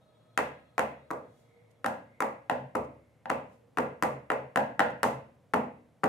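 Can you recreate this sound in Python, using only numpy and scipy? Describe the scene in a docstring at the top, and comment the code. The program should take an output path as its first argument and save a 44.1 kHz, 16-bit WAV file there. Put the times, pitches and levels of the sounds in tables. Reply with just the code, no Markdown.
"""A bare kitchen: a round metal cake tin full of batter is knocked on a stone counter, again and again.
It lands tilted: one edge strikes, then the other. The batter deadens the metal to a short clack,
the rim clicks on the stone, the base hums briefly and the room rings on. Fingers brush the tin.
Behind it lie quiet air and a low hum; a faint whine fades under the first knocks, and a faint
drone and hiss come and go."""
import sys
import numpy as np
from scipy import signal
from scipy.fft import rfft, irfft, next_fast_len
from scipy.io import wavfile

SR = 44100
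rng = np.random.default_rng(int(sys.argv[2]) if len(sys.argv) > 2 else 0)


def wav_record(signal):
    """Record a signal, one row per channel, as 16-bit PCM in the file named by sys.argv[1]."""
    frames = np.transpose(np.atleast_2d(signal))
    bounded = np.clip(frames, -1, 1)
    # unit amplitude maps onto the largest positive 16-bit level
    quanta = np.round(bounded * 32767).astype(np.int16)
    wavfile.write(sys.argv[1], SR, quanta)


N = 268172
TIME_S = np.arange(N) / SR
HZ = np.fft.rfftfreq(SR, 1 / SR)


def amp(db):
    """Decibels to gain."""
    return 10 ** (np.asarray(db) / 20)


def unit_rms(x):
    """x at rms 1."""
    return x / np.sqrt(np.mean(x ** 2) + 1e-20)


def curve(points, hz):
    """Interpolate (freq_hz, value) rows on a log axis."""
    freq_hz, values = np.transpose(points)
    return np.interp(np.log(hz + 1), np.log(freq_hz + 1), values)


def filtered(x, response):
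    """x through a frequency response."""
    size = next_fast_len(N + SR // 2)
    return irfft(rfft(x, size) * response(np.fft.rfftfreq(size, 1 / SR)), size)[..., :N]


def resonance(hz, centre_hz, width_hz):
    """Causal resonator, gain 1 at centre."""
    return 1j * hz * width_hz / (centre_hz ** 2 - hz ** 2 + 1j * hz * width_hz)


def noise(response):
    """Shaped stereo noise, rms 1."""
    return unit_rms(filtered(rng.standard_normal((2, N)), response))


def band_noise(centre_hz, width_hz):
    """Narrow stereo noise, rms 1."""
    return noise(lambda hz: resonance(hz, centre_hz, width_hz) ** 2)


def swells(rows):
    """Envelope of one Gaussian bell per row."""
    return sum(amp(db) * np.exp(-((TIME_S - peak_s) / half_s) ** 2) for peak_s, db, half_s in rows)


# Air spectrum: freq_hz, relative_db
AIR_SPECTRUM = [(18, -63), (30, -25), (127, 2.5), (404, -10), (486, -3.5), (1040, -16), (1280, -19),
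                (2120, -23), (2480, -25.5), (3310, -28), (4650, -33), (11100, -35.5), (16000, -48)]
def room_air(level_db=-66):
    """Quiet air, largely common to left and right."""
    air = noise(lambda hz: amp(curve(AIR_SPECTRUM, hz)))
    return amp(level_db) * unit_rms(air + air[::-1] / 2)


def hum(level_db=-71):
    """Low mono hum."""
    return amp(level_db) * band_noise(centre_hz=113.4, width_hz=8.1)[0]


# Whine partials: centre_hz, level_db
WHINE_PARTIALS = [(624, -72), (1276, -77.5), (3348, -82.5), (3763, -85.5), (4177, -86.5)]
def whine(hold_s=0.93, fade_db_per_s=10):
    """Faint high whine: holds, then dies away."""
    fade = amp(-fade_db_per_s * np.maximum(TIME_S - hold_s, 0))
    return fade * sum(amp(db) * band_noise(hz, width_hz=28) for hz, db in WHINE_PARTIALS)


# Tin landings: start_s, near_db, near_click_db, thud_db, hardness_db, rock_s,
# far_db, far_click_db, base_hum_db
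LANDINGS = [(0.3758, -12, -21, 0.5, 6.5, 0.014, -15.5, -32.5, -57),
            (.780, -13.5, -26.5, 2.5, 4.5, 0.013, -11.5, -27, -65.5),
            (1.105, -15.5, -41, 3, -36, 0.0062, -15.5, -32.5, -65),
            (1.8442, -14, -34.5, 3, -2.5, .0176, -11.5, -27, -60),
            (2.2044, -11.5, -26, -0.5, -0.5, .018, -11, -33, -65),
            (2.4973, -16.5, -27.5, 9.5, 5.5, 0.016, -26, -30, -41.5),
            (2.751, -19.5, -35.5, 10.5, -3.5, 0.0032, -16, -28, -46.5),
            (3.2567, -28, -39, 5, 4, 0.044, -10.5, -30.5, -53),
            (3.7727, -20.5, -28, 9.5, 7, 0.012, -14, -28, -46.5),
            (4.0244, -11.5, -23.5, 6.5, 1, .0101, -12.5, -28, -41.5),
            (4.302, -10, -35.5, 0.5, -0.5, .016, -15, -32.5, -45),
            (4.5589, -9.5, -28.5, 4.5, 0.5, .0145, -11.5, -32.5, -47.5),
            (4.794, -14, -24.5, 6, 10, 0.0099, -12, -33, -49.5),
            (5.031, -10.5, -18.5, 3, 2.5, 0.0088, -9.5, -35.5, -40.5),
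            (5.5365, -12, -31.5, 8, 3, 0.0045, -11.5, -31.5, -51),
            (6.035, -17, -40, 11.5, 4.5, 0.0051, -15, -25, -59)]
def contacts(graze_lead_s=0.0036, graze_db=-12.5, bounce_lag_s=0.018, bounce_db=-13):
    """Four contacts per landing: near edge, graze of the rolling rim, far edge, last bounce."""
    rows = []
    for start_s, near_db, click_db, thud_db, hardness_db, rock_s, far_db, far_click_db, _ in LANDINGS:
        # The far edge brings down more batter and lands softer.
        far_tone = (far_click_db, thud_db + 0.5, hardness_db - 4.5)
        lead_s, lag_s = np.array([graze_lead_s, bounce_lag_s]) * rng.uniform(0.75, 1.25, 2)
        rows += [(start_s, near_db, click_db, thud_db, hardness_db),
                 (start_s + max(rock_s - lead_s, rock_s / 2), far_db + graze_db, *far_tone),
                 (start_s + rock_s, far_db, *far_tone),
                 (start_s + rock_s + lag_s, far_db + bounce_db, *far_tone)]
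    return rows


# Resonances of the filled tin: centre_hz, width_hz, gain_db
TIN_MODES = [(138, 166, 5), (266, 92, 19), (500, 180, 19.5), (855.5, 291, 27), (1120, 462, 26.5),
             (1411, 500, 22.5), (1998, 251, 20.5), (2640, 390, 16.5)]
def tin_modes(contact_hz=2200):
    """One spectrum per batter-damped mode, driven by a low-passed push."""
    push = 1 / (1 + 1j * np.sqrt(2) * HZ / contact_hz - (HZ / contact_hz) ** 2)
    return np.array([(-1) ** k * amp(db) * push * resonance(HZ, centre_hz, width_hz)
                     for k, (centre_hz, width_hz, db) in enumerate(TIN_MODES)])


def jolt(centre_hz=1300, width_hz=1400, gain_db=19, delay_s=0.00039):
    """Spectrum of the push of air as the tin stops dead, just after contact."""
    pulse = amp(gain_db) * resonance(HZ, centre_hz, width_hz) ** 2
    delay = np.exp(-2j * np.pi * HZ * delay_s)
    return pulse * delay / (1 + (HZ / (2 * centre_hz)) ** 8)


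def grit(rise_s=0.00055):
    """Spectrum of the rim grating briefly on stone."""
    age = np.arange(SR // 100) / SR / rise_s
    burst = rng.standard_normal(len(age)) * age * np.exp(-age)
    return rfft(burst / np.linalg.norm(burst), SR)


# Rim click spectrum: freq_hz, gain_db
RIM_SPECTRUM = [(1500, 0), (3000, 24), (4000, 23), (5200, 22), (7000, 24.5), (8500, 22), (11000, 19),
                (14500, 14), (16000, 8.5)]
def knocks(shelf_hz=1400, mix_spread_db=1.5, room_share=0.28, room_count=5):
    """Each contact sends a clack and a rim click out directly and through the room."""
    margin = SR // 10
    out = np.zeros((2, N + 2 * SR))
    blows, modes, air_push = contacts(), tin_modes(), jolt()
    # Each point of the edge drives its own mix of modes.
    mixes = amp(mix_spread_db * rng.standard_normal((len(blows), len(modes))))
    rim = amp(curve(RIM_SPECTRUM, HZ))
    thud = resonance(HZ, centre_hz=190, width_hz=300)
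    from_base, from_rim = direct_path(left_lead_s=0.00007), direct_path(left_lead_s=0)
    # The landing spot changes, and part of the room response with it.
    steady_room = standing_waves() + np.sqrt(room_share) * reverberation()
    rooms = [steady_room + np.sqrt(1 - room_share) * reverberation() for _ in range(room_count)]
    for k, (start_s, level_db, click_db, thud_db, hardness_db) in enumerate(blows):
        # Cushioning fingers take off treble.
        hardness = ((shelf_hz + 1j * HZ * amp(hardness_db / 2)) / (shelf_hz + 1j * HZ)) ** 2
        # A flat landing puts the batter's weight into the counter.
        weight = 1 + (amp(thud_db) - 1) * thud
        body = (mixes[k][:, None] * modes).sum(axis=0) * weight
        reflections = scatter() + rooms[k % room_count]
        clack = hardness * (body * (from_base + reflections) + air_push * from_base)
        click = amp(click_db) * rim * (grit() * from_rim + reflections)
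        blow = np.roll(irfft(clack + click, SR), margin, axis=1)
        out[:, round(start_s * SR):][:, :SR] += amp(level_db) * blow
    return out[:, margin:margin + N]


# Direct sound balance: freq_hz, left_boost_right_cut_db
DIRECT_BALANCE = [(200, 0), (600, 0), (1200, 3.2), (2200, -.3), (4000, -2.4), (8000, -4.2), (15000, -3.6)]
def direct_path(left_lead_s):
    """Stereo response of the straight path: level and time offset between sides."""
    sides = np.array([[1], [-1]])
    return amp(sides * curve(DIRECT_BALANCE, HZ)) * np.exp(1j * np.pi * HZ * left_lead_s * sides)


# Diffuse field: freq_hz, left_right_coherence
COHERENCE = [(100, 0.99), (280, 0.93), (520, 0.69), (900, 0), (2000, 0), (10000, 0)]
def diffuse(pair):
    """Two spectra mixed to stereo: alike in the bass, unrelated above."""
    angle = np.arccos(np.clip(curve(COHERENCE, HZ), -1, 1)) / 2
    mid, side = pair[0] * np.cos(angle), pair[1] * np.sin(angle)
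    return np.array([mid + side, mid - side])


def scatter(rise_s=0.0013, gain_db=-4):
    """Early response: the blow runs round the tin's wall and bounces off the counter."""
    age = np.arange(SR // 40) / SR / rise_s
    burst = rng.standard_normal((2, len(age))) * age * np.exp(-age)
    return amp(gain_db) * diffuse(rfft(burst / np.linalg.norm(burst[0]), SR))


# Reverberation colour: freq_hz, gain_db
REVERB_SPECTRUM = [(40, -4), (100, 6), (250, -1), (370, 0.5), (550, 7.5), (800, 4), (1300, 0.5), (2000, -1),
                   (3000, -5.5), (4500, -5), (8000, -2.5), (15000, -0.5)]
# Reverberation decay: freq_hz, t60_s
REVERB_DECAY = [(100, 0.7), (350, 0.46), (560, 0.44), (1000, 0.36), (2500, 0.47), (6000, 0.32),
                (15000, 0.26)]
def reverberation(build_s=0.002):
    """Response of the bare walls: fast build-up, each frequency dying at its own rate."""
    hz, frame_s, frames = signal.stft(rng.standard_normal((2, SR)), SR, nperseg=256)
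    decay = amp(-60 * frame_s / curve(REVERB_DECAY, hz)[:, None])
    tail = signal.istft(frames * decay, SR, nperseg=256)[1][:, :SR]
    tail *= 1 - np.exp(-np.arange(SR) / SR / build_s)
    return diffuse(rfft(tail / np.linalg.norm(tail[0]))) * amp(curve(REVERB_SPECTRUM, HZ))


# Kitchen modes: pitch_hz, gain_db, t60_s
ROOM_MODES = [(76.8, -46.5, 0.89), (119, -55, 0.85), (139, -53.5, 1), (196, -54, 0.24),
              (214.1, -54.5, 0.59), (245, -50, 0.44), (270.6, -51, 0.15), (331.3, -52, 0.13),
              (432.3, -45.5, 0.38), (489.8, -44, 0.36), (517, -47.5, 0.46), (547.6, -47, 0.49),
              (579, -54, 0.51), (613.5, -46.5, 0.4), (683, -48.5, 0.17), (787, -53, 0.27),
              (798, -48.5, 0.26), (889, -53, 0.35), (953, -50, 0.28), (1018, -57, 0.48), (1164, -52, 0.31),
              (1413, -51, 0.38), (1650, -48.5, 0.44)]
def standing_waves(build_s=0.004):
    """Response of the room's strongest modes: they swell, then ring on."""
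    t = np.arange(SR) / SR
    phases = rng.uniform(0, 2 * np.pi, (len(ROOM_MODES), 2, 1))
    ring = sum(amp(db - 60 * t / t60_s) * np.sin(2 * np.pi * hz * t + phase)
               for (hz, db, t60_s), phase in zip(ROOM_MODES, phases))
    return diffuse(rfft(ring * (1 - np.exp(-t / build_s))))


def base_hum(pitch_hz=136, sag_per_s=0.09, t60_s=3.9, swell_s=0.055, rest_s=0.15, release_s=0.015):
    """With both edges down the batter-laden base rings low and sags in pitch; lifting stops it."""
    out, t = np.zeros(N + SR), np.arange(SR // 2) / SR
    swell = 1 - np.exp(-t / swell_s)
    lift = np.exp(-np.maximum(t - rest_s, 0) / release_s)
    for start_s, *_, rock_s, _, _, level_db in LANDINGS:
        hz = pitch_hz * (1 + rng.normal(0, 0.011)) * (1 - sag_per_s * t)
        ring = amp(level_db - 60 * t / t60_s) * np.sin(2 * np.pi * np.cumsum(hz) / SR)
        out[round((start_s + rock_s) * SR):][:len(t)] += swell * lift * ring
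    return out[:N]


# Finger touches: peak_s, level_db, rise_and_decay_s
FINGER_TOUCHES = [(1.397, -76, 0.091), (1.714, -70, 0.0052), (2.849, -67, 0.0071), (3.536, -77.5, 0.054),
                  (4.906, -66, 0.0087), (5.147, -64, 0.00507)]
def fingers():
    """Fingers shift on the tin's wall with small dry rustles."""
    pressure = sum(amp(db) * np.exp(-np.abs(TIME_S - peak_s) / decay_s)
                   for peak_s, db, decay_s in FINGER_TOUCHES)
    return pressure * noise(lambda hz: amp(curve(RIM_SPECTRUM, hz)))


# Drone swells: peak_s, level_db, half_width_s
DRONE_SWELLS = [(1.6, -68, 0.38), (3.6, -67.5, 0.195)]
def drone():
    """Faint midrange tone that swells twice."""
    return swells(DRONE_SWELLS) * band_noise(centre_hz=472, width_hz=22)


# Hiss swells: peak_s, level_db, half_width_s
HISS_SWELLS = [(1.6, -74, 0.19), (2.15, -70, 0.08), (2.9, -77, .35)]
def hiss():
    """Faint narrow hiss that comes and goes."""
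    return swells(HISS_SWELLS) * band_noise(centre_hz=2120, width_hz=260)


def scene():
    """The knocked tin in the quiet kitchen."""
    tin = knocks() + base_hum() + fingers()
    return tin + room_air() + hum() + whine() + hiss() + drone()


def record(dry):
    """Steep low-pass at the band limit."""
    cutoff_hz = 15700
    return filtered(dry, lambda hz: 1 / np.sqrt(1 + (hz / cutoff_hz) ** 120))


dry = scene()
out = record(dry)
wav_record(out)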